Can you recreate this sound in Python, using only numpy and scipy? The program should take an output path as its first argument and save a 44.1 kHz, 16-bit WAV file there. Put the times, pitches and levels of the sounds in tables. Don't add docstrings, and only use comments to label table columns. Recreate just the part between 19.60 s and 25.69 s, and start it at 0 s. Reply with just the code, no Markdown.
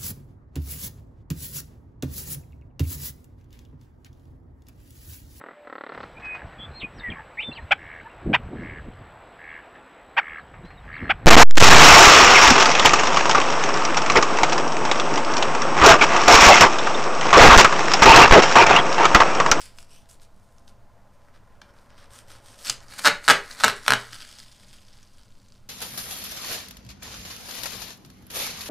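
import sys
import numpy as np
from scipy import signal
from scipy.fft import rfft, irfft
from scipy.io import wavfile
from scipy.ndimage import uniform_filter1d

SR = 44100
rng = np.random.default_rng(int(sys.argv[2]) if len(sys.argv) > 2 else 0)


def materialize(psi):
    bounded = np.clip(np.atleast_2d(psi).T, -1, 1)
    quanta = np.round(bounded * 32767).astype(np.int16)
    wavfile.write(sys.argv[1], SR, quanta)


N = 268524

# pitch_hz, level_db (per Hz)
PAPER_TONE = [(880, -19.5), (1500, -4), (2470, -3), (2750, -2.5), (3650, 0), (3990, 0.5), (4890, 2.5),
              (9230, -8.5), (13900, -21.5), (15500, -23.5)]
# middle_s, length_s, rub_db, fizz_db (fine fizz above the rub)
FINGER_STROKES = [(0, 0.16, -45, 1), (.19, 0.094, -60, 7), (0.333, 0.17, -54.5, -1),
                  (0.51, 0.077, -63, 11.5), (.624, 0.064, -60.5, 2), (.862, 0.45, -78.5, 7.5),
                  (1.085, 0.046, -59, -1), (1.542, 0.033, -73, 4), (1.62, 0.12, -72, -7),
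                  (1.75, 0.058, -61, -11), (2.018, 0.01, -41, -19), (2.096, 0.034, -62, -15),
                  (2.2, 0.13, -66, -3), (2.314, 0.074, -59, -18), (2.401, 0.13, -52, -10),
                  (2.549, .14, -50, 1.5), (2.716, .14, -51.5, -2.5), (2.88, 0.19, -54, 0.5),
                  (3.005, 0.091, -49, 1.5), (3.076, 0.11, -33.5, 0.5), (3.332, 0.16, -46.5, -2),
                  (3.39, 0.028, -37.5, 0.5), (3.44, 0.091, -37, 1), (3.648, 0.044, -39.5, -2),
                  (3.925, 0.048, -49.5, 1.5), (4.01, 0.13, -38, -3.5), (4.067, 0.12, -32, -8),
                  (4.265, 0.073, -41, -6), (4.53, 0.021, -41, -8), (4.61, 0.046, -42.5, -12)]
# time_s, contact_db, tension_db (pull on the core)
HAND_GRIP = [(0, -61, -5), (.7, -79, -1), (1.4, -82, 10.5), (2.0, -71.5, 10.5), (2.45, -75.5, 8.5),
             (2.9, -69, 0), (3.2, -60.5, 1.5), (3.55, -55, 2.5), (3.85, -48.5, 2.5), (4.2, -48.5, -0.5),
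             (4.45, -49, -1), (4.8, -50.5, -17.5), (4.86, -55, -18.5), (5.3, -58.5, -14),
             (5.45, -60.5, -9.5), (5.97, -68.5, -12), (6.02, -73, -0.5)]
# time_s, band_spacing_hz, reflected_share (0-1)
NEAR_SURFACE = [(.27, 2600, .2), (.3, 2700, .62), (.4, 3050, .62), (.45, 3100, .15), (2.55, 2950, .27),
                (3.0, 2900, .25), (3.3, 2200, .25), (3.95, 2100, .25), (4.5, 1550, .23), (4.9, 1700, .22),
                (6.09, 1450, .18)]
# pitch_hz, level_db (per Hz)
RUMBLE_TONE = [(25, -33), (42, 0), (119, -3.5), (156, -14), (243, -15), (389, -18), (578, -12),
               (797, -17.5), (880, -14.5), (1440, -24), (2430, -32), (6850, -37), (14400, -51),
               (15500, -56)]
# time_s, nearness_db, tyre_whine_hz
PASSING_VEHICLE = [
    (0, -0.5, 673),
    (.6, -1.5, 665),
    (1.4, 0.3, 690),
    (1.5, -1, 585.5),
    (2.7, 2.5, 560.4),
    (3.2, 3, 550),
    (4.6, -2, 602.5),
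    (6.09, -8, 620),
]
# pitch_hz, width_hz, level_db
DRONE = [(110, 14, -68), (195, 10, -71), (238, 10, -76), (820, 25, -74), (1030, 50, -73), (1420, 70, -80)]
# start_s, peak_db, pitch_hz
SINGLE_SNAPS = [(0.1855, -30, 3720), (0.4574, -48, 1750), (0.4978, -39.5, 6200), (0.598, -45.5, 2840),
                (0.9827, -44, 6600), (1.0784, -39, 3950), (2.0168, -34.5, 2130), (2.1869, -45.5, 4320),
                (2.3037, -43.5, 1840), (2.3865, -43, 2110), (2.5057, -45, 1940), (3.0969, -5, 6840),
                (3.099, -6.5, 6550), (3.1057, -15.5, 3520), (3.2042, -36.5, 5900), (3.2833, -35.5, 5370),
                (3.3895, -31, 3880), (3.6505, -26, 5560), (3.9121, -24.5, 4150), (3.9279, -31.5, 5510),
                (3.9716, -33.5, 2970), (4.4437, -32, 1500), (4.5074, -38.5, 3130), (4.531, -21, 2770),
                (4.604, -27, 3160), (4.6208, -31.5, 2680), (4.7269, -34.5, 3250), (4.7855, -30.5, 5030),
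                (5.431, -40.5, 6470), (5.9217, -39, 4860)]
# first_s, last_s, snap_count, first_db, last_db
SNAP_FLURRIES = [
    (3.0521, 3.0915, 10, -25, -24),
    (4.45, 5.45, 85, -42, -47),
    (5.45, 5.98, 40, -52, -51),
]
# start_s, level_db, pitch_hz, fade_s (to -60 dB)
PANEL_THUMPS = [
    (0.617, -63, 200, 0.079),
    (2.022, -53, 197, 0.3),
    (3.102, -45.5, 127.7, 0.45),
    (3.473, -36, 195, .2),
    (3.69, -29.5, 172.4, 0.28),
    (4.04, -35.5, 196.6, .25),
    (4.292, -35.5, 120, 0.62),
]
# first_s, slip_count, gap_ms, first_ring_db, last_ring_db
SLIP_RUNS = [(3.3925, 1, 0, -27, -27), (3.4415, 1, 0, -26, -26), (3.447, 9, 3.3, -11, -1),
             (3.4792, 2, 3.2, -10, -9), (3.6797, 4, 6.3, -4, -1), (3.7014, 5, 3.1, -2, -2),
             (4.0009, 3, 3.8, -25, -20), (4.0366, 1, 0, -7, -7), (4.042, 2, 4.7, -1, -1),
             (4.0808, 2, 16.8, -9, -16), (4.2636, 1, 0, -27, -27), (4.2804, 1, 0, -3, -3),
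             (4.3052, 3, 15.4, -2.5, -7)]
# pitch_hz, width_hz, level_db
CORE_RINGS = [(1342, 520, 6.5), (1010, 500, -1), (2690, 470, -4), (796.4, 330, -8), (620, 180, -13),
              (3900, 450, -7), (442, 110, -11.5), (200, 220, -18)]
# pitch_hz, level_db (per Hz)
GLUE_CRACK = [(1180, -23.5), (2000, -9), (2200, -10.5), (4110, -10.5), (5790, -11.5), (7880, -11),
              (13600, -22), (15500, -32.5)]
# pitch_hz, level_db
WALL_TONE = [(150, 10.5), (400, 9), (700, -1.5), (1200, -2), (1600, -5.5), (2200, 0.5), (4000, -4.5),
             (9000, -6), (15000, -5)]
# pitch_hz, fade_s (to -60 dB)
ROOM_FADE = [(150, 0.21), (400, 0.28), (1040, 0.24), (1450, 0.28), (2000, 0.29), (2760, 0.25), (7280, 0.23),
             (15000, 0.17)]
# delay_s, level_db
CLOSE_ECHOES = [(.0031, -12.5), (.0062, -19), (.0098, -18)]


def gain_of(db):
    return 10 ** (np.asarray(db) / 20)


def evened(x):
    return x / np.sqrt(np.mean(x ** 2) + 1e-20)


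def read(points, hz):
    f, value = np.transpose(points)
    return np.interp(np.log(hz + 1), np.log(f + 1), value)


def add(mix, s, sound):
    part = mix[round(s * SR):][:len(sound)]
    part += sound[:len(part)]


def colour(x, db_of_hz):
    hz = np.fft.rfftfreq(len(x), 1 / SR)
    return irfft(rfft(x) * gain_of(db_of_hz(hz)), len(x))


def resonate(x, hz, width_hz):
    turn = np.exp(2j * np.pi * np.cumsum(hz * np.ones(len(x))) / SR)
    r = np.exp(-np.pi * width_hz / SR)
    return 2 * (turn * signal.lfilter([1 - r], [1, -r], x / turn)).real


def steep(x, hz, width_hz):
    return resonate(resonate(x, hz, width_hz), hz, width_hz)


def burst(noise, rise_s, fall_s):
    t = np.arange(len(noise)) / SR
    return noise * np.minimum(t / rise_s, 1) ** 2 * np.exp(-np.maximum(t - rise_s, 0) / fall_s)


def stroke_shape(t, middle_s, length_s, rub_db):
    side = np.where(t < middle_s, .7, 1.3)
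    away = abs(2 * (t - middle_s) / length_s / side)
    return gain_of(rub_db - 23.5 * away ** 2.7)


def rubbing():
    t = np.arange(N) / SR
    clumps = gain_of(4 * np.clip(evened(uniform_filter1d(rng.standard_normal(N), 300)), -2, 1.5))
    grains = gain_of(6 * np.minimum(rng.exponential(1, N), 4))
    grains = grains * (rng.random(N) < 1300 * clumps / SR)
    drive = .75 * evened(uniform_filter1d(grains, 24) * rng.standard_normal(N))
    drive = drive + .66 * rng.standard_normal(N)
    body = evened(colour(drive, lambda hz: read(PAPER_TONE, hz) - 30 / (1 + (7000 / (hz + 1)) ** 8)))
    fizz = evened(colour(drive, lambda hz: read(PAPER_TONE, hz) - 30 / (1 + (hz / 6000) ** 8)))
    ring = evened(steep(drive, 1350, 1100))

    s, rest_db, pull_db = np.transpose(HAND_GRIP)
    waver = uniform_filter1d(uniform_filter1d(rng.standard_normal(N), size=900), size=900)
    rest = gain_of(np.interp(t, s, rest_db) + 2 * evened(waver))
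    pull = gain_of(np.interp(t, s, pull_db))
    strokes = [stroke_shape(t, *row[:3]) for row in FINGER_STROKES]
    moved = sum(strokes)
    fine = gain_of(-3) * rest + sum(gain_of(row[3]) * e for row, e in zip(FINGER_STROKES, strokes))
    core = pull * (rest + gain_of(-9) * moved) * ring
    return gain_of(-5.0) * ((rest + moved) * body + fine * fizz + core)


def combed(x):
    n = np.arange(N)
    s, hz, share = np.transpose(NEAR_SURFACE)
    lag = SR / np.interp(n / SR, s, hz)
    share = np.clip(np.interp(n / SR, s, share), 0, .9)
    return sum(share ** k * np.interp(n - k * lag, n, x) for k in range(4)) * np.sqrt(1 - share ** 2)


def outdoors():
    t = np.arange(N) / SR
    noise = rng.standard_normal((4, N))
    s, *columns = np.transpose(PASSING_VEHICLE)
    near_db, whine_hz = (np.interp(t, s, c) for c in columns)
    bass_db = 0.3 - 0.6 * near_db
    whine_db = -72 + 1.2 * near_db
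    whole = colour(noise[0], lambda hz: read(RUMBLE_TONE, hz))
    drone = sum(gain_of(db) * evened(steep(noise[1], hz, w)) for hz, w, db in DRONE)
    mid = gain_of(-58.5) * evened(whole) + drone
    middle_part = (gain_of(near_db) - 1) * resonate(mid, 770, 1000)
    bass_part = (gain_of(bass_db) - 1) * resonate(mid, 200, 200)
    mid = mid + middle_part + bass_part
    mid = mid + (gain_of(1.5 * near_db + 2.0) - 1) * steep(mid, 1800, 1200)
    mid = mid + gain_of(whine_db) * evened(steep(noise[1], whine_hz, 16))
    sway = colour(noise[3], lambda hz: np.interp(hz, [2, 6, 14, 22, 36, 60], [-30, 0, 0, -19, -22, -60]))
    deep_hz = np.log([19, 35, 80, 200, 600])
    deep = colour(noise[2], lambda hz: np.interp(np.log(hz + 1), deep_hz, [0, -22, -17, -36, -62]))
    sides = np.array([[1], [-1]])
    return mid + gain_of(-51) * evened(sway) + gain_of(-66) * evened(deep) * sides


def flurries():
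    rows = []
    for first, last, count, first_db, last_db in SNAP_FLURRIES:
        chance = np.clip(rng.standard_normal((count, 3)).T, -2, 2)
        place = np.clip((np.arange(count) + chance[0] * count / 40) / (count - 1), 0, 1)
        start_s = first + place * (last - first)
        peak_db = first_db + place * (last_db - first_db) + 3 * chance[1]
        rows += zip(start_s, peak_db, 4400 * 2 ** (.6 * chance[2]))
    return rows


def snaps():
    out = np.zeros(N)
    rows = SINGLE_SNAPS + flurries()
    chance = rng.standard_normal((len(rows), 512))
    for (s, db, hz), noise in zip(rows, chance):
        tick = burst(evened(colour(noise, lambda f: read(PAPER_TONE, f))), .0004, .0009)
        knock = resonate(burst(noise[::-1], .0006, .002), 1100, 1200)
        tick = 0.36 * tick + 2.4 * resonate(tick, hz, 2100) + 0.81 * knock
        add(out, s, gain_of(db - 1.5) * tick / abs(tick).max())
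    return out


def thumps():
    out = np.zeros(N)
    t = np.arange(SR // 2) / SR
    for s, db, hz, fade_s in PANEL_THUMPS:
        swell = 1 - np.exp(-t / 0.004)
        add(out, s, gain_of(db - 60 * t / fade_s) * swell * np.sin(2 * np.pi * hz * t))
    return out


def slips():
    rows = []
    for s, count, gap_ms, first_db, last_db in SLIP_RUNS:
        k = np.arange(count)
        chance = rng.standard_normal((count, 4)).T
        weak = (k % 2) * (gap_ms < 5)
        ring_db = np.linspace(first_db, last_db, count) - 3.5 * weak + 1.2 * chance[0]
        crack_db = -7 - 0.18 * gap_ms - 0.18 * ring_db + 3 * weak + 1.2 * chance[1]
        start_s = s + k * gap_ms / 1000 + .0003 * chance[2] * (k > 0)
        rows += zip(start_s, ring_db, crack_db, 1.03 + .055 * chance[3])
    return rows


def rips():
    out = np.zeros(N)
    t = np.arange(1024) / SR
    rows = slips()
    chance = rng.standard_normal((len(rows), 1024))
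    for (s, db, crack_db, pitch), noise in zip(rows, chance):
        jolt = np.exp(-((t - .0018) / .00005) ** 2) + .1 * burst(noise, .002, .001)
        ring = sum(gain_of(d) * steep(jolt, hz * pitch, w) for hz, w, d in CORE_RINGS)
        crack = colour(noise[::-1], lambda hz: read(GLUE_CRACK, hz) - .0004 * hz)
        crack = burst(crack + 1.5 * resonate(crack, 4100, 900), .002, .0014)
        slip = ring / abs(ring).max() + gain_of(crack_db + 3.0) * crack / abs(crack).max()
        add(out, s - .0015, gain_of(db + 1.72) * slip)
    return out


def room(x):
    taps = np.zeros(SR // 2)
    at = np.arange(200, len(taps) - 12, 12) + rng.integers(0, 12, (len(taps) - 201) // 12)
    taps[at] = rng.choice([-1., 1.], at.shape)
    hz, t, z = signal.stft(taps, SR, nperseg=256)
    fade = gain_of(-60 * t / read(ROOM_FADE, hz)[:, None])
    tail = signal.istft(z * fade, SR, nperseg=256)[1]
    tail = gain_of(-4.0) * tail / np.linalg.norm(tail)
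    for s, db in CLOSE_ECHOES:
        add(tail, s, gain_of([db]))
    return signal.fftconvolve(x, tail)[:N]


def high_pass(x, hz):
    return signal.sosfilt(signal.butter(2, hz, "high", fs=SR, output="sos"), x)


def scene():
    pulled = high_pass(rips(), 90) + combed(rubbing())
    creases = snaps()
    sent = pulled + gain_of(-5) * creases
    echoes = room(colour(sent, lambda hz: read(WALL_TONE, hz)))
    return pulled + creases + echoes + thumps() + outdoors()


def overload(x):
    x = high_pass(np.clip(x, -.93, .93) - x, 150) + x
    return np.clip(x, -.97, .97)


def roughen_treble(x):
    hz, t, z = signal.stft(x, SR, nperseg=1024, noverlap=512)
    level = np.sqrt(uniform_filter1d(abs(z) ** 2, 16, axis=1))
    top_db = 20 * np.log10(level[0, (hz > 3000) & (hz < 9000)].mean(0) + 1e-9)
    attack = top_db > np.roll(top_db, 2) + 7
    luck = np.repeat(rng.random((len(t), 2)), 2, axis=0)[:len(t)].T
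    busy = (top_db > -84) & (luck[0] < .75)
    edge_hz = np.where(busy, 11700 + 3000 * (luck[1] - .5), SR)
    after = (np.roll(attack, 2) | np.roll(attack, 3)) & (luck[0] < .45) & (top_db < -48)
    edge_hz = np.where(after, 4800 + 7000 * luck[1], edge_hz)
    edge_hz = np.where(attack, SR, edge_hz)
    noise = level * (rng.standard_normal(z.shape) + 1j * rng.standard_normal(z.shape)) * 1.1
    z = np.where(hz[:, None] > edge_hz, noise, z)
    z = z * gain_of(-45 * (hz > 15600))[:, None]
    return signal.istft(z, SR, nperseg=1024, noverlap=512)[1][:, :N]


def band_limit(x):
    return signal.sosfilt(signal.butter(12, 15650, fs=SR, output="sos"), x)


def record(dry):
    mix = roughen_treble(overload(dry))
    return band_limit(mix)


dry = scene()
out = record(dry)
materialize(out)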